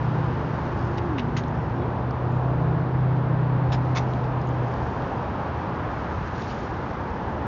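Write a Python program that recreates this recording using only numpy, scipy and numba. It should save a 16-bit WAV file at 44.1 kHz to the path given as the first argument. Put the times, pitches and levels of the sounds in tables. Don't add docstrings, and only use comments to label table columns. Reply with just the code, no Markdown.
import sys
import numpy as np
from scipy import signal
from scipy.fft import rfft, irfft
from scipy.io import wavfile
from scipy.ndimage import uniform_filter1d
from numba import njit

SR = 44100
rng = np.random.default_rng(int(sys.argv[2]) if len(sys.argv) > 2 else 0)


def ratio_of_db(decibels):
    return 10 ** (np.asarray(decibels, float) / 20)


def generate_wav(sig):
    pcm = np.round(np.clip(np.atleast_2d(sig).T, -1, 1) * 32767).astype(np.int16)
    wavfile.write(sys.argv[1], SR, pcm)


N = 329411
T = np.arange(N) / SR

# [f/Hz, density/dB per Hz]
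ROAD_COLOUR = [(20, -35.5), (30, -21.5), (48, -7.5), (75, 1.5), (110, -1), (200, -5.5), (380, -9),
               (640, -11.5), (890, -8.5), (1150, -14), (1700, -21), (2100, -28.5), (3200, -36.5),
               (5000, -48), (7200, -61)]
ROAD_DB = -28
# [nearest t/s, half length/s, swell/dB, most lifted f/Hz]
PASSES = [(0.099, 1.0, 3.5, 2104), (0.449, .3, 2, 700), (1.4, 0.9, 2, 258), (2.402, 0.63, 3, 603),
          (3.302, 0.43, 1, 260), (3.9, .6, 2.5, 750), (4.602, 0.57, 2, 300), (5.201, .8, 3, 700),
          (5.9, 1.7, 3, 2100), (5.599, .25, 2, 130), (6.501, .4, 0.5, 90.18), (7.5, .6, 2, 700),
          (7.402, 0.42, 1, 80)]
PASS_OCTAVES, HISS_HZ = .9, 2000

# [t/s, length/s, f/Hz, level/dB]
PEEPS = [(.83, .03, 6200, -74), (1.335, .025, 5560, -72), (1.555, .04, 5430, -69), (1.615, .015, 5400, -70),
         (1.65, .02, 5400, -73), (1.75, .018, 5420, -71), (1.775, .015, 3300, -63),
         (1.785, .025, 5460, -70), (1.80, .025, 3800, -66), (1.81, .025, 3350, -62), (2.3, .03, 7050, -76),
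         (2.35, .03, 6950, -76), (3.41, .02, 6400, -77), (7.3, .02, 7100, -76)]

# [t/s, peak level/dB, centre f/Hz]
TICKS = [(.792, -41, 3600), (.974, -40, 4600), (0.981, -36, 4600), (1.437, -37.5, 3060), (1.481, -46, 6100),
         (1.960, -54, 4500), (2.108, -39, 4400), (2.321, -55, 6900), (2.62, -55, 6800), (4.053, -55, 4996),
         (4.135, -36.5, 3410), (4.191, -49, 3500), (4.241, -42, 4500), (4.251, -52, 5320),
         (4.265, -52, 5100), (4.415, -43, 5000), (4.471, -46, 6310), (4.489, -44, 6600), (4.739, -41, 4400),
         (4.866, -47, 3900), (4.901, -45, 3700), (5.021, -40, 2700), (6.381, -45, 5490), (6.421, -37, 3800),
         (6.47, -45, 3980), (6.557, -49, 4500), (6.589, -44, 5070), (6.691, -50, 5400)]
TICK_WIDTH_HZ = 2100

# [t/s, f/Hz, level/dB, roughness 0-1]
STRAP_CREAK = [
    (1.75, 342, -44, .1),
    (1.82, 348, -34, .2),
    (1.87, 430, -40, .9),
    (1.94, 580, -37.5, .9),
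    (2.02, 720, -42, .95),
]

# [peak t/s, rise/s, fall/s, level/dB]
SLIDES = [
    (.1, .3, .4, -63),
    (.8, .35, 0.29, -57),
    (1.5, .3, .4, -65),
    (2.4, .2, .4, -71),
    (4.1, 0.29, .2, -60),
    (4.78, 0.29, 0.27, -60.5),
    (5.3, 0.5, 0.43, -63.5),
    (6.17, .35, 0.17, -57),
    (6.41, .1, .24, -49.5),
    (7.0, 0.54, 0.57, -61.5),
]
REST_DB, BRIGHT_AT_REST, BRIGHT_PER_DB = -74, 0.74, -.014

# [t/s, rise/s, drag level/dB, first snap level/dB]
SCUFFS = [
    [(.981, .001, -50.5, -36), (1.171, .013, -44.5, -32), (1.192, .003, -49.5, -46)],
    [(1.365, .001, -39.5, -33), (1.383, 0.0019, -55, -50)],
    [(3.708, 0.021, -41.5, -45), (3.720, .001, -51, -36), (3.742, 0.0011, -51, -40)],
    [(3.948, .001, -45, -46), (3.955, .003, -41.5, -43), (3.968, 0.0011, -39.5, -26),
     (3.977, 0.0011, -51, -36)],
]
# [f/Hz, width/Hz, level/dB]
CLOTH = [
    [(1300, 700, 1), (2000, 230, 11.5), (2840, 440, 7.5), (3800, 300, 5.5), (4500, 600, -3),
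     (6040, 1400, -8)],
    [(1200, 630, 4), (1970, 470, 10.5), (2940, 810, 5.5), (4500, 820, 1.5), (5600, 580, -2),
     (6600, 510, -0.5)],
    [(900, 530, 4), (1702, 370, 8), (2500, 650, 3.5), (3800, 400, 5), (5100, 350, 2), (6900, 560, -8.5)],
    [(895, 600, 8.5), (2400, 420, 8), (3520, 300, 4.5), (5000, 600, -1), (5796, 500, -1), (6800, 600, -8)],
]
HOLD_S, FADE_T60_S, LONGER_PER_DB = 0.0059, 0.06, 0.0758

SHIFT_S, SHIFT_LENGTH_S, HIGH_HZ, LOW_HZ = 1.07, 0.1398, 348.4, 238.6
PULL_DB, SHIFT_DB, SURGE_S, GONE_S = -44.5, -31.5, .15, 1.45

# [t/s, firing f/Hz, firing level/dB, exhaust boom at 5/4 of f against firing level/dB]
HEAVY_ENGINE = [(0, 120.9, -25.5, -5), (.2, 122.1, -27, -5.5), (.65, 121.4, -34.5, 1),
                (.86, 120.9, -28.5, -5.5), (1.12, 115.8, -38.5, -0.5), (1.32, 118.2, -32, -3.5),
                (1.8, 121.1, -31.5, -7), (2.16, 124.4, -28, -6.5), (2.45, 126.4, -24, -9),
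                (2.68, 127.9, -22.5, -4), (2.88, 128.6, -25.5, -3.5), (3.04, 128.4, -19, -9.5),
                (3.26, 125.7, -25, -4.5), (3.66, 127, -22.5, -5.5), (4.15, 126.3, -26, -14.5),
                (4.52, 125, -27, -9), (4.78, 120.5, -33, -9), (5.0, 123.5, -32.5, -12)]
# [eighths of firing f, level/dB at CRUISE_HZ, gain/dB per Hz of firing f]
CYLINDERS = [
    (11, -50.5, 1.1),
    (13, -44, -0.7),
    (16, -51, -0.15),
    (18, -45, .5),
    (23, -48, 0),
    (20, -50.5, 0.84),
]
CRUISE_HZ, WAVER_DB = 121.1, 3.5


def curves(table):
    s, *columns = np.transpose(table)
    return [np.interp(T, s, c) for c in columns]


def level(x, db):
    return x * ratio_of_db(db) / np.sqrt(np.mean(x ** 2))


@njit
def svf(x, hz, width):
    y, band, low = np.empty(len(x)), 0., 0.
    g, k = np.tan(np.pi * hz / SR), width / hz
    for i in range(len(x)):
        v = (band + g * (x[i] - low)) / (1 + g * (g + k))
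        band, low, y[i] = 2 * v - band, low + 2 * g * v, k * v
    return y


def walk(rate):
    hold = int(SR / rate)
    steps = np.repeat(rng.standard_normal(N // hold + 1), hold)
    return 1.16 * uniform_filter1d(uniform_filter1d(steps, hold), hold)[:N]


def window(start, stop, fade):
    return np.clip(np.minimum(T - start, stop - T) / fade + 1, 0, 1)


def bump(peak, rise, fall):
    return np.exp(-((T - peak) / np.where(T < peak, rise, fall)) ** 2)


def tone(hz):
    return np.sqrt(2) * np.sin(2 * np.pi * (np.cumsum(hz) / SR + rng.random()))


def grit(rough_db):
    return level(rng.standard_normal(N) * ratio_of_db(rough_db * walk(700)), 0)


def road():
    colour_hz, colour_db = np.transpose(ROAD_COLOUR)
    f = np.fft.rfftfreq(N, 1 / SR) + 1
    shaped = rfft(rng.standard_normal(N)) * ratio_of_db(np.interp(np.log(f), np.log(colour_hz), colour_db))
    swells = np.array([bump(s, half, half) for s, half, _, _ in PASSES])
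    _, _, pass_db, pass_hz = np.transpose(PASSES)
    out = 0
    for third in range(27):
        hz = 20 * 2 ** (third / 3)
        share = np.clip(1 - abs(3 * np.log2(f / hz)), 0, 1)
        octaves_off = np.log2(min(hz, HISS_HZ) / pass_hz)
        swell_db = (pass_db * np.exp(-(octaves_off / PASS_OCTAVES) ** 2)) @ swells
        flicker_db = 0.72 * walk(3.3)
        out = out + ratio_of_db(swell_db - swell_db.mean() + flicker_db) * irfft(shaped * share, N)
    return level(out, ROAD_DB)


def bird():
    out = 0
    for s, length, hz, db in PEEPS:
        out = out + ratio_of_db(db + 2.3 * walk(90)) * window(s, s + length, .008) * tone(hz + 70 * walk(120))
    return out


def ticks():
    out, t = np.zeros(N + 1000), T[:1000]
    for start, db, hz in TICKS:
        burst = rng.standard_normal(len(t)) * ratio_of_db(-60 * t / .011)
        snap = svf(burst, float(hz), float(TICK_WIDTH_HZ))
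        snap = svf(snap, float(hz), float(TICK_WIDTH_HZ))
        out[int(start * SR):][:len(t)] += snap * ratio_of_db(db) / abs(snap).max()
    return out[:N]


def creak():
    hz, db, rough = curves(STRAP_CREAK)
    slips = tone(hz * (1 + .1 * rough ** 2 * walk(90))) * ratio_of_db((1 + 4 * rough) * walk(35))
    return ratio_of_db(db) * window(STRAP_CREAK[0][0], STRAP_CREAK[-1][0], .02) * slips


def rustle():
    slide = ratio_of_db(REST_DB) + sum(ratio_of_db(db) * bump(s, rise, fall) for s, rise, fall, db in SLIDES)
    grains = grit(rough_db=2.6) * ratio_of_db(1.3 * walk(60))
    dull = level(svf(svf(grains, 2400.0, 2600.0), 3000., 2800.0), 0)
    bright = level(svf(svf(grains, 4800.0, 3500.), 3900.0, 4200.0), 0)
    above_rest_db = 20 * np.log10(slide / ratio_of_db(REST_DB))
    share = np.clip(BRIGHT_AT_REST + BRIGHT_PER_DB * above_rest_db, 0, 1)
    return ((1 - share) * dull + share * bright) * slide


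def scuffs():
    grains, out = grit(rough_db=1.8), np.zeros(N)
    for moves, patch in zip(SCUFFS, CLOTH):
        for start, rise, db, snap_db in moves:
            i = slice(int(start * SR), int((start + .2) * SR))
            t = T[i] - start
            t60 = FADE_T60_S * np.exp(LONGER_PER_DB * (db + 46))
            fade = ratio_of_db(-60 * np.clip(t - rise - HOLD_S, 0, 1) / t60)
            drag = ratio_of_db(db + 11) * grains[i] * np.clip(t / rise, 0, 1) ** 2 * fade
            drag += ratio_of_db(snap_db + 11) * np.exp(-((t - rise) / .00008) ** 2)
            for k, (hz, width, ring_db) in enumerate(patch):
                out[i] += (-1) ** k * ratio_of_db(ring_db) * svf(drag, float(hz), float(width))
    return out


def gear_change():
    done = np.clip((T - SHIFT_S) / SHIFT_LENGTH_S, 0, 1)
    pull = ratio_of_db(PULL_DB) * (T < SHIFT_S)
    surge = ratio_of_db(SHIFT_DB) * bump(SHIFT_S + SHIFT_LENGTH_S / 2, SURGE_S, .4)
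    hz = (HIGH_HZ + (LOW_HZ - HIGH_HZ) * done) * (1 + 0.0034 * walk(40))
    return (pull + surge) * ratio_of_db(1.2 * walk(12)) * window(-1, GONE_S, 0.23) * tone(hz)


def engine():
    hz, firing_db, boom_db = curves(HEAVY_ENGINE)
    drift = 1 + .0015 * walk(12)
    out = ratio_of_db(firing_db + 1.2 * walk(7.96)) * tone(hz * drift)
    out += ratio_of_db(firing_db + boom_db + 2.4 * walk(8)) * tone(hz * drift * 5 / 4)
    for eighths, db, db_per_hz in CYLINDERS:
        gain = ratio_of_db(db + db_per_hz * (hz - CRUISE_HZ) + WAVER_DB * walk(5))
        uneven = tone(hz * (1 + .006 * walk(25)) * round(eighths) / 8)
        out += gain * window(-1, 4.14, 0.56) * uneven
    return out * window(-1, HEAVY_ENGINE[-1][0], .2)


def scene():
    far = road() + bird() + gear_change() + engine()
    near = ticks() + creak() + rustle() + scuffs()
    return (far + near)[None]


def top_cut(x):
    return signal.sosfilt(signal.butter(12, 7490, fs=SR, output="sos"), x)


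def record(dry):
    droop = signal.sosfilt(signal.butter(6, 7000, fs=SR, output="sos"), dry)
    cut = signal.sosfilt(signal.ellip(12, .2, 90, 7165, fs=SR, output="sos"), droop)
    return top_cut(cut)


dry = scene()
out = record(dry)
generate_wav(out)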